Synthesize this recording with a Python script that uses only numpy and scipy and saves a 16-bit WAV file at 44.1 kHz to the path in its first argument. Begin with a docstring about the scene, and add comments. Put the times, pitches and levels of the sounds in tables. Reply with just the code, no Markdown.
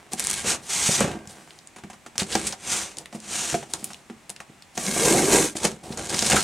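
"""A box cutter slits open a taped cardboard box, close by in a small room. Tape pops and tears in short bursts,
and the blade rasps over the cardboard, as random slips that hiss and bumps that make the panels drum.
The box also hisses as it is pushed round on a workbench, and it lands with a row of bumps.
Hands and knife knock, click and brush against it: filtered bursts that ring the panels, or soft friction.
Echoes of the room and a quiet, steady air noise surround it all."""
import sys
import numpy as np
from scipy import signal
from scipy.io import wavfile
from scipy.ndimage import uniform_filter1d, map_coordinates

SR = 44100
rng = np.random.default_rng(int(sys.argv[2]) if len(sys.argv) > 2 else 0)


def wav_record(signal):
    """Record a signal, one row per channel, as 16-bit PCM in the file named by sys.argv[1]."""
    frames = np.transpose(np.atleast_2d(signal))
    bounded = np.clip(frames, -1, 1)
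    # unit amplitude maps onto the largest positive 16-bit level
    quanta = np.round(bounded * 32767).astype(np.int16)
    wavfile.write(sys.argv[1], SR, quanta)


N = 283803

# All levels in the tables are relative: the functions that use them may trim them further.
# the long slit down the top seam: (t/s, hiss/dB, drumming/dB)
SEAM_CUT = [(4.77, -42, -50), (4.774, -35.5, -37), (4.826, -32.5, -37), (4.892, -27, -27),
            (4.926, -28, -33.5), (5.07, -22, -17.5), (5.194, -23.5, -16), (5.266, -27, -22.5),
            (5.344, -20, -13.5), (5.46, -24.5, -26.5), (5.5, -35.5, -59), (5.54, -55, -41)]
# colour of the hiss at the taped ends and of tearing tape: (f/Hz, level/dB)
END_HISS = [(400, -9), (750, -0.5), (1200, -2.5), (2000, 0), (5000, -4.5), (8000, 2.5), (10000, -4.5),
            (12000, -18), (16000, -34)]
# colour of the hiss at the edge and of crunching paper: (f/Hz, level/dB)
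EDGE_HISS = [(400, -14), (750, 10.5), (1400, 1.5), (2600, -1.5), (4600, -6.5), (6500, -1.5), (9100, -4),
             (12000, -19), (16000, -36)]
# how cuts at the ends and the edge push on the panels: (f/Hz, level/dB)
EDGE_PUSH = [(25, -12), (70, 5), (150, 2.5), (300, 1.5), (500, 3.5), (800, -4), (1500, -10), (3500, -51)]
# how sliding and brushing push on the panels: (f/Hz, level/dB)
SLIDE_PUSH = [(25, -21), (70, -5.5), (130, -5), (220, -4), (400, -3.5), (800, -2), (1400, -21.5),
              (3000, -51)]


def cutting():
    """The scrape of the blade also rings blade, tape and box corner, and the lid drones along."""
    scrape = end_cuts() + seam_cut() + edge_cuts()
    return scrape + blade_ring(scrape) + corner(scrape) + lid_drone()


def end_cuts():
    """The blade is drawn through the tape at the ends of the box, with few, uneven slips: it crackles."""
    # (start t/s, rise/s, hold/s, fall/s, hiss/dB, drumming/dB)
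    end_strokes = [(0.15, 0.055, 0.16, .17, -36.5, -47.5), (2.178, 0.016, .008, 0.055, -32, -42),
                   (2.23, .12, 0.11, 0.11, -36, -41.5)]
    gains = strokes(end_strokes, shape=2.2, drum_share=1.0)
    grip = grip_of(judder_db=1.0, judder_hz=172.4, catches_per_s=130, jump=0.3)
    scrape = friction(gains, END_HISS, EDGE_PUSH, slips_per_s=3400, spread_db=3.0, grip=grip,
                      bumps_per_s=600, hiss_db=1.5, rasp_db=-5, drum_db=2.5, bite=0.1)
    return scrape + tearing(gains[0], per_s=70, level_db=-9.5)


def seam_cut():
    """A steady grip along the seam; an echo off the box sways as the blade moves."""
    # colour of the hiss: (f/Hz, level/dB)
    seam_hiss = [(400, -10), (780, 0), (1150, -5.5), (2200, -5), (3000, -11.5), (4900, -13.5), (6200, -6.5),
                 (8500, -6), (11400, -16), (16000, -38)]
    # how the bumps push on the panels: (f/Hz, level/dB)
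    seam_push = [(25, -30), (80, -18), (140, -2.5), (260, 1.5), (370, -1), (550, -4), (800, -3.5),
                 (1200, -12), (3000, -39)]
    gains = long_cut(SEAM_CUT)
    grip = grip_of(judder_db=1.0, judder_hz=172.4, catches_per_s=130, jump=0.3)
    scrape = friction(gains, seam_hiss, seam_push, slips_per_s=6400, spread_db=1.5, grip=grip,
                      bumps_per_s=1500, hiss_db=-1.16, rasp_db=-10.5, drum_db=-3.5, bite=0.091)
    scrape = scrape + tearing(gains[0], per_s=90, level_db=-8.0)
    return moving_echo(scrape, delay_ms=1.6, sway_ms=0.17, sway_hz=5, echo_db=-9.5)


def edge_cuts():
    """Two jabs over the far edge and a last cut along it: the blade catches and slips in jerks."""
    # jabs: (start t/s, rise/s, hold/s, fall/s, hiss/dB, drumming/dB)
    jabs = [(5.545, .02, 0.0044, .07, -26.5, -44), (5.6, 0.046, 0.0087, 0.074, -18, -20.5)]
    # last cut: (t/s, hiss/dB, drumming/dB)
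    last_cut = [(5.96, -55, -40), (5.976, -35, -28), (6.072, -38, -41), (6.152, -28, -24),
                (6.164, -26.5, -36.5), (6.294, -17.5, -27), (6.342, -23, -14), (6.38, -23, -23.5),
                (6.435, -30, -39)]
    gains = strokes(jabs, shape=0.63, drum_share=0.78) + long_cut(last_cut)
    grip = grip_of(judder_db=2.5, judder_hz=150, catches_per_s=42, jump=0.69)
    scrape = friction(gains, EDGE_HISS, EDGE_PUSH, slips_per_s=5000, spread_db=2.0, grip=grip,
                      bumps_per_s=870, hiss_db=-2.0, rasp_db=-8.5, drum_db=-4.0, bite=0.61)
    return scrape + tearing(gains[0], per_s=70, level_db=-9.5)


def friction(gains, hiss, push, slips_per_s, spread_db, grip, bumps_per_s, hiss_db, rasp_db, drum_db, bite):
    """Fine slips hiss, coarser ones rasp and bumps drum the panels, all following an uneven grip.
    The rasp lies between the two: bite is the share it takes from the drumming."""
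    hissing, drumming = gains
    slips = colour(grip * grains(slips_per_s, spread_db), hiss)
    fine = unit(signal.sosfilt(signal.butter(4, 3200, "high", fs=SR, output="sos"), slips))
    coarse = unit(signal.sosfilt(signal.butter(4, 2900, "low", fs=SR, output="sos"), slips))
    # the bumps follow the grip only weakly
    bumps = grip ** 0.18 * grains(bumps_per_s, spread_db=0.5)
    drum = unit(panels(colour(bumps, push)))
    rasping = hissing ** (1 - bite) * drumming ** bite
    return amp(hiss_db) * fine * hissing + amp(rasp_db) * coarse * rasping + amp(drum_db) * drum * drumming


def grip_of(judder_db, judder_hz, catches_per_s, jump):
    """Force at the contact: a fast tremble with sudden catches on top."""
    return amp(judder_db * wander(judder_hz)) * (1 + jump * catches(catches_per_s, relax_s=0.034))


def catches(per_s, relax_s):
    """Tension lets go at random moments, each time with a jump that dies away."""
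    jumps = (rng.random(N) < per_s / SR) * rng.uniform(0.17, 1, N)
    return signal.lfilter([1], [1, -np.exp(-1 / (relax_s * SR))], jumps)


def grains(per_s, spread_db):
    """A random train of tiny slips; the spread sets how uneven their sizes are."""
    size = amp(spread_db * np.minimum(rng.exponential(1, N), 4))
    happens = rng.random(N) < per_s / SR
    return unit(size * rng.choice([-1, 1], N) * happens)


def strokes(rows, shape, drum_share):
    """A short stroke gathers speed, holds it and dies away; drumming depends less on speed than hiss,
    or equally when drum_share is one."""
    depth_db = 28  # rise and fall each span this much hiss
    t = np.arange(N) / SR
    gains = np.zeros((2, N))
    for start, rise, hold, fall, hiss_db, drum_db in rows:
        # how far outside the hold we are: 1 is a whole rise or fall away
        away = np.maximum((start + rise - t) / rise, (t - start - rise - hold) / fall)
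        speed_db = -depth_db * np.maximum(away, 0) ** shape
        gains += amp([hiss_db + speed_db, drum_db + drum_share * speed_db])
    return gains


def long_cut(rows):
    """Gains of hiss and drumming along one long cut, silent before and after."""
    t = np.arange(N) / SR
    s, *levels = np.transpose(rows)
    gains = amp([np.interp(t, s, db) for db in levels]) * (t >= s[0]) * (t < s[-1])
    # abs removes tiny negative rounding errors
    return abs(uniform_filter1d(gains, size=128))


def tearing(gain, per_s, level_db):
    """Fibres of the tape part in tiny bursts ahead of the blade and crackle."""
    bursts = catches(per_s, relax_s=0.0011) * rng.choice([-1, 1], N)
    return amp(level_db) * gain * unit(colour(bursts, END_HISS))


def blade_ring(scrape):
    """Blade and stretched tape ring at narrow resonances."""
    # (f/Hz, width/Hz, level/dB)
    blade_modes = [(1605, 54, -1.5), (2210, 46, 1), (2670, 47, -53), (3910, 54, -9), (4290, 60, -5.5),
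                   (6460, 130, -10), (7250, 40, -45), (8280, 100, -13), (8950, 120, -7)]
    return sum(amp(db) * resonance(scrape, hz, width) for hz, width, db in blade_modes)


def corner(scrape):
    """The stiff corner of the box gives a hollow note to whatever scrapes near it."""
    once = resonance(scrape, hz=790, width_hz=27)
    return amp(1) * resonance(once, hz=790, width_hz=27)


def lid_drone():
    """Flute bumps under the blade feed a gliding lid resonance: its pitch depends on where the blade presses."""
    # (t/s, f/Hz)
    lid_pitch = [(4.8, 190), (4.95, 228), (5.04, 500), (5.12, 378), (5.22, 324), (5.31, 439), (5.42, 312)]
    width_hz, level_db = 35, -7.0
    hz = np.interp(np.arange(N) / SR, *np.transpose(lid_pitch))
    turn = np.exp(2j * np.pi * np.cumsum(hz) / SR)
    r = np.exp(-2 * np.pi * width_hz / SR)
    # shift the bumps down by the pitch, smooth them there, and shift them back up
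    ring = signal.lfilter([1], np.poly([r, r]), grains(per_s=1000, spread_db=-0.5) / turn)
    return amp(level_db) * unit((turn * ring).real) * long_cut(SEAM_CUT)[1]


def moving_echo(x, delay_ms, sway_ms, sway_hz, echo_db):
    """An echo off the box whose path changes as the contact moves, so that bands glide through the sound."""
    echo = amp(echo_db)
    late = (delay_ms + sway_ms * wander(sway_hz)) * SR / 1000  # samples
    delayed = map_coordinates(x, [np.arange(N) - late], order=3)
    return (x + echo * delayed) / np.hypot(1, echo)


def pops():
    """Taut tape pops as the blade first goes in: very short, bright cracks."""
    # (t/s, level/dB)
    tape_pops = [(0.134, -8), (0.1485, -22), (0.187, -22), (0.1964, -4.5), (0.2023, -8), (0.214, -23),
                 (0.225, -15), (0.241, -10), (0.2484, -11), (0.2605, -19), (0.2704, -3), (0.299, -7.5),
                 (0.303, -6), (0.312, -5.5), (0.3318, -10), (0.34, -9), (0.378, -17)]
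    out = np.zeros(N)
    for s, db in tape_pops:
        add(out, s, snap(db - 6.5, hz=9100, decay_ms=0.82, rustle_db=-29, low_db=-17, under_db=-10, over_db=-12))
    return out


def rips():
    """The tape tears a little way at once: cracks with a softer start, most of them longer."""
    # (t/s, level/dB, centre f/Hz, decay/ms)
    tape_rips = [(2.198, -13, 4100, 4.8), (2.323, -22, 4200, 37), (2.468, -14, 7960, 12),
                 (2.524, -20, 5800, 5.7), (4.8646, -11, 5900, 1.8), (5.9237, -25.5, 4230, 4),
                 (5.9734, -20, 6100, 4), (6.095, -14, 6700, 2.2), (6.143, -14, 5640, 5.8),
                 (6.1905, -8, 5960, 5), (6.223, -11, 6000, 4.8), (6.2517, -13, 5200, 2.4),
                 (6.272, -14, 7000, 1.1), (6.302, -11, 8000, 2.3), (6.3178, -7.5, 2400, 4.6),
                 (6.365, -11, 1400, 19)]
    out = np.zeros(N)
    for s, db, hz, decay_ms in tape_rips:
        add(out, s, snap(db - 6.0, hz, decay_ms, rustle_db=-27, attack_s=0.0008))
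    return out


def clicks():
    """The knife clicks and taps on the box, each time around its own pitch; the first row, at 1.005 s, is the
    crack of the box landing on the bench."""
    # (t/s, level/dB, centre f/Hz)
    knife_clicks = [(1.005, -9, 9400), (1.116, -25, 2660), (1.274, -26.5, 7500), (1.507, -30.5, 3330),
                    (1.5886, -31.5, 4550), (1.673, -27.5, 8250), (2.180, -6.5, 6300), (2.2315, -19, 4800),
                    (2.353, -8, 5940), (2.970, -22.5, 6700), (2.9845, -16.5, 7600), (3.0577, -24.5, 2520),
                    (3.202, -28, 7000), (3.7363, -8, 8100), (3.843, -11.5, 13500), (3.933, -25, 5800),
                    (3.9443, -26, 3380), (4.295, -21, 8600), (4.301, -18, 10400), (4.363, -27, 2800),
                    (4.4034, -23, 2100), (4.6229, -30.5, 3530), (4.777, -12.5, 6000)]
    out = np.zeros(N)
    for s, db, hz in knife_clicks:
        add(out, s, snap(db - 6, hz, decay_ms=1.58, rustle_db=-22))
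    return out


def snap(db, hz, decay_ms, rustle_db, attack_s=0, low_db=-27, under_db=-9, over_db=-13):
    """A sharp crack and a short rustle around one pitch."""
    t = np.arange(4096) / SR
    rustle_s = 0.018
    fade = np.exp(-1000 * t / decay_ms) + amp(rustle_db) * np.exp(-t / rustle_s)
    attack = np.minimum((t + 1 / SR) / (attack_s + 1 / SR), 1)
    burst = rng.choice([-1., 1.], len(t)) * fade * attack
    # the size of the snapping patch sets its pitch; the top treble is always weak
    crack = colour(burst, [(hz / 12, low_db), (hz / 2, under_db), (hz, 0), (hz * 2, over_db)])
    crack = colour(crack, [(9500, 9.0), (12500, -6), (16000, -11)])
    # the filters leave the energy of the burst unchanged
    return amp(db) * crack * np.linalg.norm(burst) / np.linalg.norm(crack)


def sliding():
    """The box is pushed round on the bench and skids as it lands: dense, even friction with a swaying echo."""
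    # (start t/s, rise/s, hold/s, fall/s, hiss/dB, drumming/dB)
    pushes = [(0.425, 0.046, 0.045, 0.074, -23, -34), (0.66, 0.055, 0.069, 0.25, -26, -45),
              (0.73, 0.13, .09, 0.12, -22.5, -42), (0.98, 0.014, 0.012, .19, -33.5, -29.5),
              (2.595, 0.13, 0.0052, 0.21, -23.5, -38.5), (3.2, 0.15, 0.13, 0.2, -28, -42.5)]
    # colour of the hiss: (f/Hz, level/dB)
    slide_hiss = [(410, -45), (700, -4), (1020, -5.5), (1380, -4), (1840, -3), (2880, -2.5), (5120, -1.5),
                  (6150, 5), (8760, 3.5), (11100, -10), (14200, -22.5), (16000, -32)]
    gains = strokes(pushes, shape=1.36, drum_share=0.6)
    grip = grip_of(judder_db=1.28, judder_hz=69.4, catches_per_s=78, jump=0.2)
    box = friction(gains, slide_hiss, SLIDE_PUSH, slips_per_s=22000, spread_db=3.5, grip=grip,
                   bumps_per_s=1000, hiss_db=-1.5, rasp_db=-3.0, drum_db=0.5, bite=0.46)
    return moving_echo(box, delay_ms=0.745, sway_ms=0.072, sway_hz=1.9, echo_db=-17)


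def landing():
    """The box drops back on the bench and rocks at an even pace, each bump weaker and duller than the last."""
    landing_s, rock_s = 1.007, 0.035  # first bump, time between bumps
    out = np.zeros(N)
    for k in range(5):
        thud_db = -15 - k * 3
        hollow_db = -11 - k * 8
        bump = blow(thud_db, 200, hollow_db, crunch_db=hollow_db - 3, ring_hz=540)
        add(out, landing_s + k * rock_s, bump)
    return out


def knocks():
    """Firm blows of bench and knife on the box: the harder the corner is hit, the more the paper crunches. The
    row at 1.273 s is a hand touching the box."""
    # (t/s, thud/dB, thud f/Hz, hollow knock/dB, ring of the knock f/Hz)
    firm_blows = [(0.135, -26.5, 162, -27, 790), (0.444, -26, 150, -25, 557), (0.889, -16, 122, -19.5, 540),
                  (1.273, -34, 130, -53, 776), (1.837, -30, 192, -31.5, 795), (2.219, -19, 179, -20.5, 764),
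                  (2.353, -13, 220, -9.5, 774), (2.529, -43, 260, -22.5, 790), (3.148, -26, 195, -31, 710),
                  (3.527, -26.5, 200, -23, 720), (3.543, -15, 213, -12, 710), (3.628, -45, 200, -27.5, 790),
                  (3.828, -31.5, 242, -36, 764), (4.099, -27.5, 233, -30, 780), (4.497, -36, 210, -45, 770),
                  (4.776, -24.5, 212, -19.5, 755), (4.963, -17, 265, -18.5, 700),
                  (5.5542, -21, 262, -24.5, 610), (5.651, -24, 203, -14.5, 745),
                  (5.905, -22, 150, -50, 760), (6.142, -24, 199, -18, 790), (6.225, -19.5, 200, -15.5, 750),
                  (6.327, -21, 186, -11.5, 734)]
    out = np.zeros(N)
    for s, db, hz, hollow_db, ring_hz in firm_blows:
        add(out, s, blow(db - 1, hz, hollow_db, hollow_db - 9, ring_hz))
    return out


def blow(thud_db, hz, hollow_db, crunch_db, ring_hz=764):
    """A blow and the rattle of the flaps ring the whole box low and its stiff corner higher; the paper crunches."""
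    t = np.arange(8192) / SR
    rattle_s, crunch_s = 0.0089, 0.014
    rattle, paper = rng.standard_normal((2, len(t)))
    push = (t == 0) + amp(-20) * rattle * np.exp(-t / rattle_s)
    low_shape = [(25, -21), (hz / 2, -9), (hz, 0), (hz * 2, -8), (hz * 6, -32), (16000, -70)]
    thud = panels(colour(push, low_shape))
    high_shape = [(150, -35), (500, -0.5), (770, -8), (1100, -7.5), (2000, -7.5), (6000, -23), (16000, -34)]
    hollow = panels(colour(push, high_shape))
    hollow = hollow + amp(15) * resonance(hollow, ring_hz, width_hz=64)
    crunch = colour(paper * np.exp(-t / crunch_s), EDGE_HISS)
    # each part is set by its peak
    parts = ((thud_db, thud), (hollow_db, hollow), (crunch_db, crunch))
    return sum(amp(db) * sound / abs(sound).max() for db, sound in parts)


def panels(push):
    """The walls follow a push at once and then ring briefly."""
    # (f/Hz, level/dB, time to fall by 60 dB/s)
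    panel_modes = [(90, -24, 0.11), (104, -12, 0.071), (153.2, -3.5, 0.13), (208.3, -1, 0.1),
                   (230.4, -1.5, 0.1), (329.6, -5, 0.14), (391, 0.5, 0.072), (500, -3, 0.044),
                   (562, -20, 0.073), (717, 0.5, 0.021), (830, -16, 0.016), (880, -29.5, 0.076),
                   (923, -26, 0.019), (1123, -20.5, 0.1), (1400, -11, 0.1), (1540, 2.5, 0.025),
                   (2300, -7, .08)]
    t = np.arange(SR // 4) / SR
    ring = sum(amp(db - 60 * t / t60) * np.cos(2 * np.pi * hz * t) for hz, db, t60 in panel_modes)
    response = amp(-43) * ring
    response[0] += 1
    return signal.oaconvolve(push, response)[:len(push)]


def brushing():
    """Hands brush over the cardboard: softer friction with fewer slips than the sliding box."""
    # (start t/s, rise/s, hold/s, fall/s, hiss/dB, drumming/dB)
    wipes = [(0.105, 0.015, 0.023, 0.02, -31, -35), (0.57, 0.064, 0.035, 0.082, -38.5, -46),
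             (1.25, 0.047, .01, 0.47, -38, -46.5), (2.92, 0.059, 0.041, 0.1, -46, -41),
             (3.11, 0.031, 0.017, 0.11, -41, -41), (3.66, 0.04, 0.22, 0.23, -41.5, -46),
             (4.72, 0.034, .01, .03, -38, -47), (5.82, 0.015, 0.11, 0.15, -42, -35)]
    # colour of the hiss: (f/Hz, level/dB)
    brush_hiss = [(400, -8), (750, 6), (1700, -3), (4000, -4.5), (9000, -1), (12000, -15), (16000, -26)]
    gains = strokes(wipes, shape=0.66, drum_share=0.75)
    grip = grip_of(judder_db=1.28, judder_hz=69.4, catches_per_s=78, jump=0.2)
    return friction(gains, brush_hiss, SLIDE_PUSH, slips_per_s=8000, spread_db=2.0, grip=grip,
                    bumps_per_s=500, hiss_db=-6.5, rasp_db=-12.5, drum_db=-6.5, bite=0.45)


def touches():
    """Fingers and blade settle on the cardboard: light blows with plenty of crunch."""
    # (t/s, level/dB)
    light_contacts = [(1.762, -36), (1.785, -39), (1.9, -36.5), (1.932, -40.5), (2.063, -33.5),
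                      (2.156, -37), (3.127, -34.5), (3.738, -28.5), (3.904, -37.5), (4.296, -37.5),
                      (4.402, -37.5)]
    out = np.zeros(N)
    for s, db in light_contacts:
        add(out, s, blow(db - 4, 205, hollow_db=db + 3.0, crunch_db=db + 4.0))
    return out


def tool_ring():
    """The landing shakes loose metal tools on the bench, which ring faintly as fading sines."""
    # (f/Hz, level/dB, time to fall by 60 dB/s)
    tool_modes = [(1130, -43, 0.8), (1564, -41, 0.8), (1610, -43.5, 0.74), (2100, -44, 0.76)]
    out = np.zeros(N)
    t = np.arange(SR) / SR
    ring = sum(amp(db - 60 * t / t60) * np.sin(2 * np.pi * hz * t) for hz, db, t60 in tool_modes)
    add(out, 1.007, ring)  # the moment of landing, in s
    return out


def fidgeting():
    """Fingers shift their hold on box and knife: faint, dull ticks of skin ring the panels."""
    # (start t/s, end t/s); a row that ends before it starts stays silent
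    fidget_spans = [(0.0, 0.16), (0.55, 0.66), (1.1, 1.56), (1.76, 1.66), (3.751, 3.3)]
    t = np.arange(N) / SR
    active = sum(1. * (t >= start) * (t < end) for start, end in fidget_spans)
    holding = uniform_filter1d(active, size=2048)
    dull = [(60, -12), (250, -2), (800, 0), (2000, -5), (4000, -13), (9000, -16), (16000, -31)]
    ticks = colour(grains(per_s=260, spread_db=4.0), dull)
    return amp(-53) * holding * unit(panels(ticks))


def reflections(x, speed, delay_s):
    """Dense echoes of energy one: noise in which each band dies at its own pace."""
    # (f/Hz, time to fall by 60 dB/s, which speed then divides)
    room_decay = [(150, 0.68), (500, 0.38), (2500, 0.2), (7000, 0.16), (15000, 0.21)]
    hz, t, bands = signal.stft(rng.standard_normal(SR // 2), SR, nperseg=256)
    fade = amp(-60 * speed * t / read(room_decay, hz)[:, None])
    tail = signal.istft(bands * fade, SR, nperseg=256)[1]
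    tail = np.pad(tail, (round(delay_s * SR), 0))
    return signal.oaconvolve(x, tail / np.linalg.norm(tail))[:N]


def air():
    """Still air of the room: quiet, steady noise, partly shared by both channels."""
    # (f/Hz, level/dB)
    air_colour = [(12, -61), (20, -7.5), (193, -3), (367, -6), (446, -12), (780, -5.5), (873, -8.5),
                  (1480, -12), (2080, -9.5), (4670, -19.5), (8180, -17), (14700, -35.5), (16000, -36)]
    common, left, right = (unit(colour(noise, air_colour)) for noise in rng.standard_normal((3, N)))
    return amp(-55.0) * (common + 0.61 * np.array([left, right]))


def amp(db):
    """Turns dB into a factor."""
    return 10 ** (np.asarray(db) / 20)


def unit(x):
    """Scales to an rms of one."""
    return x / np.sqrt(np.mean(x ** 2) + 1e-20)


def read(points, hz):
    """Joins (Hz, value) points on a log-frequency axis."""
    f, value = np.transpose(points)
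    return np.interp(np.log(hz + 1), np.log(f + 1), value)


def add(mix, s, sound):
    """Mixes a sound in at time s, cut off at the end of the mix."""
    part = mix[round(s * SR):][:len(sound)]
    part += sound[:len(part)]


def colour(x, points, size=4096):
    """Causal filter with the given (Hz, dB) shape."""
    gain = amp(read(points, abs(np.fft.fftfreq(size, 1 / SR))))
    log_gain = np.log(gain + 1e-5)
    # the Hilbert transform gives the phase that makes the filter respond soonest
    taps = np.fft.ifft(np.exp(np.conj(signal.hilbert(log_gain)))).real
    return signal.oaconvolve(x, taps[:size // 2])[:len(x)]


def wander(hz):
    """Slow chance of rms one, up to about hz: straight lines between random points."""
    knots = np.arange(N) * 2 * hz / SR
    return unit(np.interp(knots, np.arange(N), rng.standard_normal(N)))


def resonance(x, hz, width_hz):
    """One resonance of gain one."""
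    return signal.lfilter(*signal.iirpeak(hz, hz / width_hz, SR), x)


def scene():
    """The box is straight ahead; echoes from bench and walls give it width."""
    # side against mid: (f/Hz, level/dB)
    side_colour = [(40, -18), (100, -42), (300, -26), (600, -16.5), (1200, -12), (2500, -16), (5000, -10),
                   (8500, -21.5), (13000, -2.5)]
    direct = cutting() + pops() + rips() + clicks() + sliding() + landing() + knocks()
    direct = direct + brushing() + touches() + tool_ring() + fidgeting()
    mid = direct + amp(-12.5) * reflections(direct, speed=1.74, delay_s=.004)
    side = colour(reflections(direct, speed=1.5, delay_s=.0003), side_colour)
    # the middle tones of the box lean to the right
    side -= amp(-25) * resonance(mid, hz=700, width_hz=1100)
    return np.array([mid + side, mid - side]) + air()


def record(dry):
    """A steep low-pass removes everything above about 16 kHz."""
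    low_pass = signal.firwin(511, 16000, window=("kaiser", 9), fs=SR)
    return signal.oaconvolve(dry, low_pass[None], "same")


dry = scene()
out = record(dry)
wav_record(out)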